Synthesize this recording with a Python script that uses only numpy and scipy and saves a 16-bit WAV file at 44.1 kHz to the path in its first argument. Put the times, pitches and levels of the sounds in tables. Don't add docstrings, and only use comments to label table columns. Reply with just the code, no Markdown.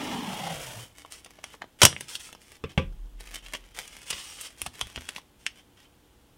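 import sys
import numpy as np
from scipy import signal
from scipy.fft import rfft, irfft, next_fast_len
from scipy.io import wavfile
from scipy.ndimage import map_coordinates

SR = 44100
rng = np.random.default_rng(int(sys.argv[2]) if len(sys.argv) > 2 else 0)


def to_wav(sig):
    pcm = np.clip(np.atleast_2d(sig), -1, 1) * 32767
    pcm = np.round(pcm).astype(np.int16)
    wavfile.write(sys.argv[1], SR, pcm.T)


N = 281269

# time in seconds, strength of the pull in dB, drone level in dB.
PULL_LEVELS = [(0, -42, -36), (.11, -40.5, -33), (.26, -45, -39.5), (.4, -43, -44), (.55, -44, -43.5),
               (.63, -45.5, -50), (.81, -50.5, -44.5), (.92, -70, -67.5)]
# time in seconds, pitch in Hz.
STRIP_PITCH = [(0, 253), (.18, 238.5), (.3, 194), (.48, 169.8), (.6, 132), (.72, 122.5), (.85, 111.6),
               (.95, 107.3)]
# frequency in Hz, boost or cut in dB.
CRACKLE_TONE = [(60, 3), (150, -15), (450, 7), (1300, 2.5), (2300, 3), (3000, 3), (4100, -7.5), (5500, -6),
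                (9000, -17.5), (16000, -23)]
# frequency in Hz, boost or cut in dB.
FIZZ_TONE = [(1500, -25), (4000, -7), (5300, -1.5), (7000, 1), (9500, 1), (11500, -4.5), (16000, -7.5)]


def peel():
    pull_db, drone_db = curves(PULL_LEVELS)
    strip_hz, = curves(STRIP_PITCH)
    doublings = np.log2(strip_hz[0] / strip_hz)
    judder = amp(1.3 * wobble(141.1))
    threads = unit(judder * grains(5000, spread_db=2.5))
    rasp_fade_db = 55 * np.maximum(np.log2(158.5 / strip_hz), 0)
    rasp_db = pull_db + 1.5 + 0.93 * wobble(22.6) - rasp_fade_db
    ringing = np.interp(strip_hz, [115, 165, 230], [.85, .4, .3])
    waver = amp(2.7 * wobble(19.2))
    string_hz = strip_hz * (1 + 0.026 * wobble(32))
    string = np.sqrt(2) * waver * np.sin(2 * np.pi * np.cumsum(string_hz) / SR)
    tugs = coloured(grains(3000, spread_db=5), [(40, -12), (140, -2.5)])
    dull = gliding(tugs, strip_hz, width_hz=55)
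    drone = amp(drone_db) * (np.sqrt(ringing) * string + np.sqrt(1 - ringing) * dull)
    overtone = amp(drone_db - 18) * gliding(threads, 2 * strip_hz, width_hz=120)
    rasp = amp(rasp_db) * gliding(threads, np.minimum(4.56 * strip_hz, 860), width_hz=200)
    crackle = amp(pull_db + 3.5) * unit(coloured(threads, CRACKLE_TONE))
    fine_threads = judder * grains(9000, spread_db=6)
    fizz = amp(pull_db - 8 + 9.5 * doublings) * unit(coloured(fine_threads, FIZZ_TONE))
    return (drone + overtone + rasp + crackle + fizz) * during(PULL_LEVELS[0][0], PULL_LEVELS[-1][0])


# start in seconds, relative level in dB, bass in dB, treble in dB,
# fade time in seconds.
TEAR_JERKS = [(1.8169, -1.5, -9, -9.5, 0.0033), (1.8222, -7, -1, -5, 0.0066), (1.8306, 1, 1, -1.5, 0.0044),
              (1.8515, 5.5, -7, 0.5, .0016), (1.8647, -11, -1.5, -6, 0.002)]


def tear():
    out = np.zeros(N)
    for start, db, bass_db, treble_db, fade_s in TEAR_JERKS:
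        add(out, start, amp(db + 16.5) * paper_burst(bass_db, treble_db, fade_s, ring_hz=5397))
    return out


def paper_burst(bass_db, treble_db, fade_s, ring_hz, snap=0, ring_db=-8):
    t = np.arange(SR // 12) / SR
    age = t / fade_s
    cracks = rng.standard_normal(len(t)) * np.exp(-age) * (1 - np.exp(-age / .35))
    cracks /= np.linalg.norm(cracks)
    cracks[0] += snap * np.exp(-fade_s / 0.0011)
    sheet_tone = [(30, bass_db - 23), (110, bass_db + .5), (450, bass_db + 6), (950, bass_db + 6.5),
                  (1500, bass_db / 3 + 2), (2700, 1), (4200, treble_db / 4 - 4),
                  (5600, treble_db / 2 + .5), (9000, treble_db + 1.5), (12000, treble_db - 8),
                  (16000, treble_db - 15)]
    burst = coloured(cracks, sheet_tone)
    burst += amp(ring_db) * signal.lfilter(*signal.iirpeak(ring_hz, 3.5, SR), burst)
    return burst / np.linalg.norm(burst)


# start in seconds, relative level in dB,
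# boost or cut of the clack in dB.
ROLL_LANDINGS = [(2.639, -22.5, -7), (2.7766, -6.5, -10.5)]
# pitch in Hz, relative level in dB, seconds to fade by 60 dB.
DESK_NOTES = [(82, 2, 0.16), (139.5, -4.5, 0.19), (186.3, -9.5, 0.136), (295.5, -20, 0.13), (402, -8, .13),
              (490, -12.5, 0.12), (535, -13, 0.17), (1002, -15, 0.1), (1160, -20, .15), (1450, -27, 0.13)]
# frequency in Hz, relative level in dB, seconds to fade by 60 dB.
DESK_SWINGS = [(34.39, 1, 1.42), (41.17, -1.5, 2.3)]
# frequency in Hz, boost or cut in dB.
CLACK_TONE = [(25, -38), (60, -7), (130, 15), (450, 7.5), (750, -3), (1300, 0.5), (1800, -2.5), (2400, 7.5),
              (3200, -4.5), (4300, -18.5), (8000, -22.5), (16000, -43)]


def roll_on_desk():
    out, t = np.zeros(N), np.arange(2 * SR) / SR
    for start, db, clack_db in ROLL_LANDINGS:
        boom = sum(ring(t, *note) for note in DESK_NOTES) * (1 - np.exp(-t / 0.0011))
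        fade = (amp(-60 * t / 0.018) + amp(-18 - 60 * t / 0.16)) * (1 - np.exp(-t / 0.0005))
        clack = unit(coloured(rng.standard_normal(len(t)), CLACK_TONE)) * fade
        add(out, start, amp(db - 9) * boom + amp(db + clack_db + 8) * clack)
    start, db, _ = ROLL_LANDINGS[-1]
    sway = (ring(t, *DESK_SWINGS[0]) - ring(t, *DESK_SWINGS[1])) * (1 - np.exp(-t / 0.067))
    add(out, start + 0.0363, amp(db - 22.5) * sway)
    return out


# time in seconds, relative level in dB, bass in dB,
# treble in dB, fade time in seconds.
CREASE_POPS = [(1.0492, -44, 6.5, -23, 0.00049), (1.1224, -40.5, -3, 2, 0.0006),
               (1.2467, -47, -16, 1.5, 0.001), (1.2596, -47, -2, -9, 0.0041),
               (1.3871, -48.5, 4.5, -21, 0.0021), (1.441, -36, -16, -12, 0.0008),
               (1.541, -45, 4.5, -16, 0.0025), (1.6194, -34, 3.5, -20, 0.0015),
               (1.642, -43.5, 8, -24, 0.00046), (1.9278, -38, -5, -34, 0.00062),
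               (1.9644, -34.5, 0, -41, 0.00024), (2.0081, -33.5, -3, 2.5, 0.0016),
               (2.1532, -32, -12, -3.5, 0.0015), (2.2891, -50.5, 5, -3, 0.0017),
               (2.3284, -44.5, -2.5, -1, 0.0005), (2.35, -47, 3.5, -5.5, 0.0007),
               (3.274, -48.5, -19, -6.5, 0.0012), (3.3454, -38.5, -23, 4, 0.0013),
               (3.3568, -37, -20, -1, 0.0014), (3.462, -46.5, -14, -23, 0.002),
               (3.536, -36, -2, -30, 0.0055), (3.549, -37.5, -3, -10, 0.002),
               (3.782, -45, 5.5, -5, 0.00091), (3.8774, -45, -16, 3, 0.0015), (4.103, -30.5, -18, 2, 0.002),
               (4.1059, -28.5, -12, -3.5, 0.0031), (4.127, -33, -11.5, -15, 0.0045),
               (4.4097, -35, 1, 17, 0.0052), (4.6174, -28.5, -3.5, 7.5, 0.00055),
               (4.6621, -31.5, -4, -5.5, 0.0035), (4.812, -26.5, -13.5, -8, 0.0011),
               (4.96, -35.5, -7, -14, 0.00054), (4.976, -36.5, -1, -35, 0.0019),
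               (5.0896, -32.5, -8.5, -2, 0.001), (5.1627, -36, -14, -14, 0.00046),
               (5.182, -42.5, 7, -14, 0.00044), (5.4652, -25, -21, -14.5, 0.00044)]
# bass in dB, pitch in Hz.
CREASE_PITCH = [(-20, 3040), (-4.5, 2900), (7.5, 940)]


def pops():
    out = np.zeros(N)
    for start, db, bass_db, treble_db, fade_s in CREASE_POPS:
        ring_hz = np.interp(bass_db, *np.transpose(CREASE_PITCH))
        flip = paper_burst(bass_db, treble_db, fade_s, ring_hz, snap=.7, ring_db=-2.5)
        add(out, start, amp(db + 26.5) * flip)
        strain = paper_burst(bass_db, treble_db, .003, ring_hz)[::-1]
        strain_share = min(fade_s / .001, 1)
        add(out, start - len(strain) / SR, amp(db + 9.5) * strain_share * strain)
    return out


# start and end in seconds, relative level in dB,
# boost or cut of the hiss in dB, boost or cut of the crinkle in dB.
FINGER_STROKES = [(0.968, 1.025, -56, 4.5, 8), (1.104, 1.18, -52.5, 3, -6.5), (1.438, 1.548, -57, -5.5, -6),
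                  (1.788, 1.822, -46.5, -4.5, 2.5), (1.91, 2.075, -57.5, -1.5, -16),
                  (2.08, 2.162, -46.5, 3, -11), (2.194, 2.279, -51.5, 4, -12), (2.402, 2.556, -63, 5, 4.5),
                  (2.69, 2.715, -49, -17, -9), (3.192, 3.331, -52.5, -2, 11), (3.33, 3.386, -49.5, -9, -3),
                  (3.426, 3.522, -54, -8, -4), (3.532, 3.552, -39, -11, 3), (3.741, 3.811, -44.5, -1.5, 10),
                  (3.812, 4.042, -53.5, -2, 0), (4.056, 4.461, -49.5, 1.5, -18),
                  (4.092, 4.2, -50, -11, -14), (4.37, 4.455, -53, -3, -6), (4.577, 4.68, -55, 2, -19),
                  (4.731, 5.096, -53, -5, -0.5), (5.139, 5.178, -47, -16, 9),
                  (5.388, 5.459, -67, 0.5, -3.5), (5.551, 5.602, -58.5, -9, -9),
                  (5.761, 5.849, -60, -12.5, -11)]
HOLDING_TIMES = [(.965, 1.55), (1.9, 2.55), (3.19, 5.2)]
# frequency in Hz, boost or cut in dB.
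RUB_TONE = [(80, -11.5), (300, -10), (700, -6), (1300, -2.5), (2200, 0), (3000, 3.5), (4200, -10),
            (6000, -8), (10000, -21), (16000, -40)]
HISS_TONE = [(1500, -23.5), (4000, -7.5), (5500, -2.5), (7000, -4), (9000, 0), (11000, -12), (16000, -16.5)]
CRINKLE_TONE = [(100, -20.5), (400, -4), (1400, -5.5), (2200, 2), (3000, -10.5), (4200, -9.5), (6000, -7.5),
                (10000, -9), (16000, -20)]


def rustle():
    rub_gain, hiss_gain, crinkle_gain = np.zeros((3, N))
    t = np.arange(SR) / SR
    for start, end, db, hiss_db, crinkle_db in FINGER_STROKES:
        length = end - start
        grip = 1 - np.exp(-t / .004)
        release_s = 0.011 + .06 * length
        lift = np.exp(-np.maximum(t - length, 0) / release_s)
        stroke = amp(db - 3 * t) * grip * lift
        stroke /= np.hypot(1, amp(crinkle_db))
        add(rub_gain, start, stroke)
        add(hiss_gain, start, amp(hiss_db) * stroke)
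        add(crinkle_gain, start, amp(crinkle_db) * stroke)
    held = sum(during(start, end) for start, end in HOLDING_TIMES) * amp(2 * wobble(14))
    rub_gain = np.hypot(rub_gain, amp(-66) * held)
    crinkle_gain = np.hypot(crinkle_gain, amp(-63.5) * held)
    drag = amp(1.8 * wobble(45))
    rub = rub_gain * unit(coloured(drag * grains(7000, spread_db=7.5), RUB_TONE))
    hiss = amp(1.5) * hiss_gain * unit(coloured(drag * grains(11000, spread_db=5.5), HISS_TONE))
    clumps = amp(4 * np.tanh(wobble(70)))
    crinkle = amp(3) * crinkle_gain * unit(coloured(clumps * grains(550, spread_db=8), CRINKLE_TONE))
    return rub + hiss + crinkle


# start in seconds, relative level in dB, speed (1 is the slack strip).
STRIP_FLAPS = [(1.831, -10.5, 1.84), (1.835, -22, 0.98), (4.123, -41.5, 0.83), (4.616, -39, 1.03),
               (4.665, -40, 1), (4.812, -36.5, 0.84), (4.846, -41, 0.78), (4.964, -34.5, 1)]
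# frequency in Hz, relative level in dB, seconds to fade by 60 dB.
SLACK_SWINGS = [(51.7, 4, 0.098), (81, -3.5, 0.31), (117, 0, 0.12), (168, -3, 0.023), (250, -4.5, 0.18)]


def flaps():
    out, t = np.zeros(N), np.arange(SR // 3) / SR
    for start, db, speed in STRIP_FLAPS:
        swing = sum((-1) ** k * ring(speed * t, hz * rng.normal(1, 0.046), level, fade_s)
                    for k, (hz, level, fade_s) in enumerate(SLACK_SWINGS))
        add(out, start, amp(db - 2.5) * swing * (1 - np.exp(-t / .002)))
    return out


# frequency in Hz, seconds to fade by 60 dB.
ECHO_TIMES = [(100, 0.55), (600, 0.25), (3000, 0.24), (6000, 0.2), (10000, .22), (14000, 0.11)]


def room_echo(x, desk_db, desk_fade_s, walls_db, count=48):
    hz, t, spectra = signal.stft(rng.standard_normal((count, SR // 3)), SR, nperseg=256)
    fade = amp(-60 * t / along(ECHO_TIMES, hz)[:, None])
    walls = signal.istft(spectra * fade, SR, nperseg=256)[1]
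    t = np.arange(walls.shape[1]) / SR
    walls *= 1 - np.exp(-t / 0.004)
    desk = rng.standard_normal(walls.shape) * amp(-60 * t / desk_fade_s) * (t > .001)
    paths = amp(desk_db) * desk / np.linalg.norm(desk[0])
    paths += amp(walls_db) * walls / np.linalg.norm(walls[0])
    echoes, step = np.zeros(N), N // count + 1
    for k, path in enumerate(paths):
        add(echoes, k * step / SR, signal.fftconvolve(x[k * step:][:step], path))
    echo_tone = [(40, -11.5), (200, -1), (1500, -2.5), (2500, -5), (3300, 3.5), (4200, 0.5),
                 (5600, 3), (7500, -7.5), (10000, -0.5), (12000, -7.5)]
    return x + coloured(echoes, echo_tone)


# frequency in Hz, boost or cut in dB.
AIR_TONE = [(25, -8), (60, -7), (150, -11), (300, -13.5), (500, -20), (850, -21), (1300, -25),
            (2300, -28.5), (3100, -27.5), (4300, -32), (9000, -33), (16000, -36.5)]
# pitch in Hz, relative level in dB.
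HUM_NOTES = [(59.2, -69.5), (290.7, -73), (360.7, -76.5), (479.1, -76), (839.8, -78.5)]


def room_tone():
    t = np.arange(N) / SR
    hum = sum(np.sqrt(2) * amp(db + 0.67 * wobble(15)) * np.sin(2 * np.pi * (hz * t + rng.random()))
              for hz, db in HUM_NOTES)
    air = unit(coloured(rng.standard_normal(N), AIR_TONE))
    return amp(-60.5) * air + amp(-0.5) * hum


def amp(db):
    return 10 ** (np.asarray(db) / 20)


def unit(x):
    return x / np.sqrt(np.mean(x ** 2) + 1e-20)


def along(points, hz):
    knots_hz, values = np.transpose(points)
    return np.interp(np.log(hz + 1), np.log(knots_hz + 1), values)


def curves(rows):
    times, *columns = np.transpose(rows)
    return [np.interp(np.arange(N) / SR, times, column) for column in columns]


def during(start, end):
    return np.interp(np.arange(N) / SR, [start - .03, start, end, end + .03], [0, 1, 1, 0])


def wobble(rate):
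    return map_coordinates(rng.standard_normal(int(N * rate / SR) + 4), [np.arange(N) * rate / SR])


def coloured(x, tone):
    size = 2 * next_fast_len(len(x) // 2 + 2048)
    gains = amp(along(tone, np.fft.rfftfreq(size, 1 / SR)))
    cepstrum = irfft(np.log(gains), size)
    cepstrum[1:size // 2] *= 2
    cepstrum[size // 2 + 1:] = 0
    return irfft(rfft(x, size) * np.exp(rfft(cepstrum)), size)[:len(x)]


def grains(rate, spread_db):
    size = amp(spread_db * np.minimum(rng.standard_normal(N), 2.5))
    return unit((rng.random(N) < rate / SR) * size * rng.choice([-1, 1], N))


def ring(t, hz, db, fade_s):
    return amp(db - 60 * t / fade_s) * np.sin(2 * np.pi * hz * t)


def gliding(x, hz, width_hz):
    turn = np.exp(2j * np.pi * np.cumsum(hz) / SR)
    pole = np.exp(-2 * np.pi * width_hz / SR)
    return unit(np.real(turn * signal.lfilter([1], np.poly([pole, pole]), x / turn)))


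def add(track, start, x):
    part = track[round(start * SR):][:len(x)]
    part += x[:len(part)]


def scene():
    sources = peel() + rustle() + tear() + pops() + flaps() + roll_on_desk()
    in_room = room_echo(sources, desk_db=-3.5, desk_fade_s=.045, walls_db=-16)
    return (amp(-2) * in_room + room_tone())[None]


def record(dry):
    housing = signal.lfilter(*signal.iirpeak(3150, 5, SR), dry)
    clipped = np.clip(dry + .5 * housing, -1, 1)
    trimmed = signal.sosfilt(signal.butter(2, 22, "high", fs=SR, output="sos"), clipped)
    size = next_fast_len(N + SR // 2)
    treble_cut = np.clip((16200 - np.fft.rfftfreq(size, 1 / SR)) / 500, 0, 1)  # steep, near 16 kHz
    return irfft(rfft(trimmed, size) * treble_cut, size)[..., :N]


dry = scene()
out = record(dry)
to_wav(out)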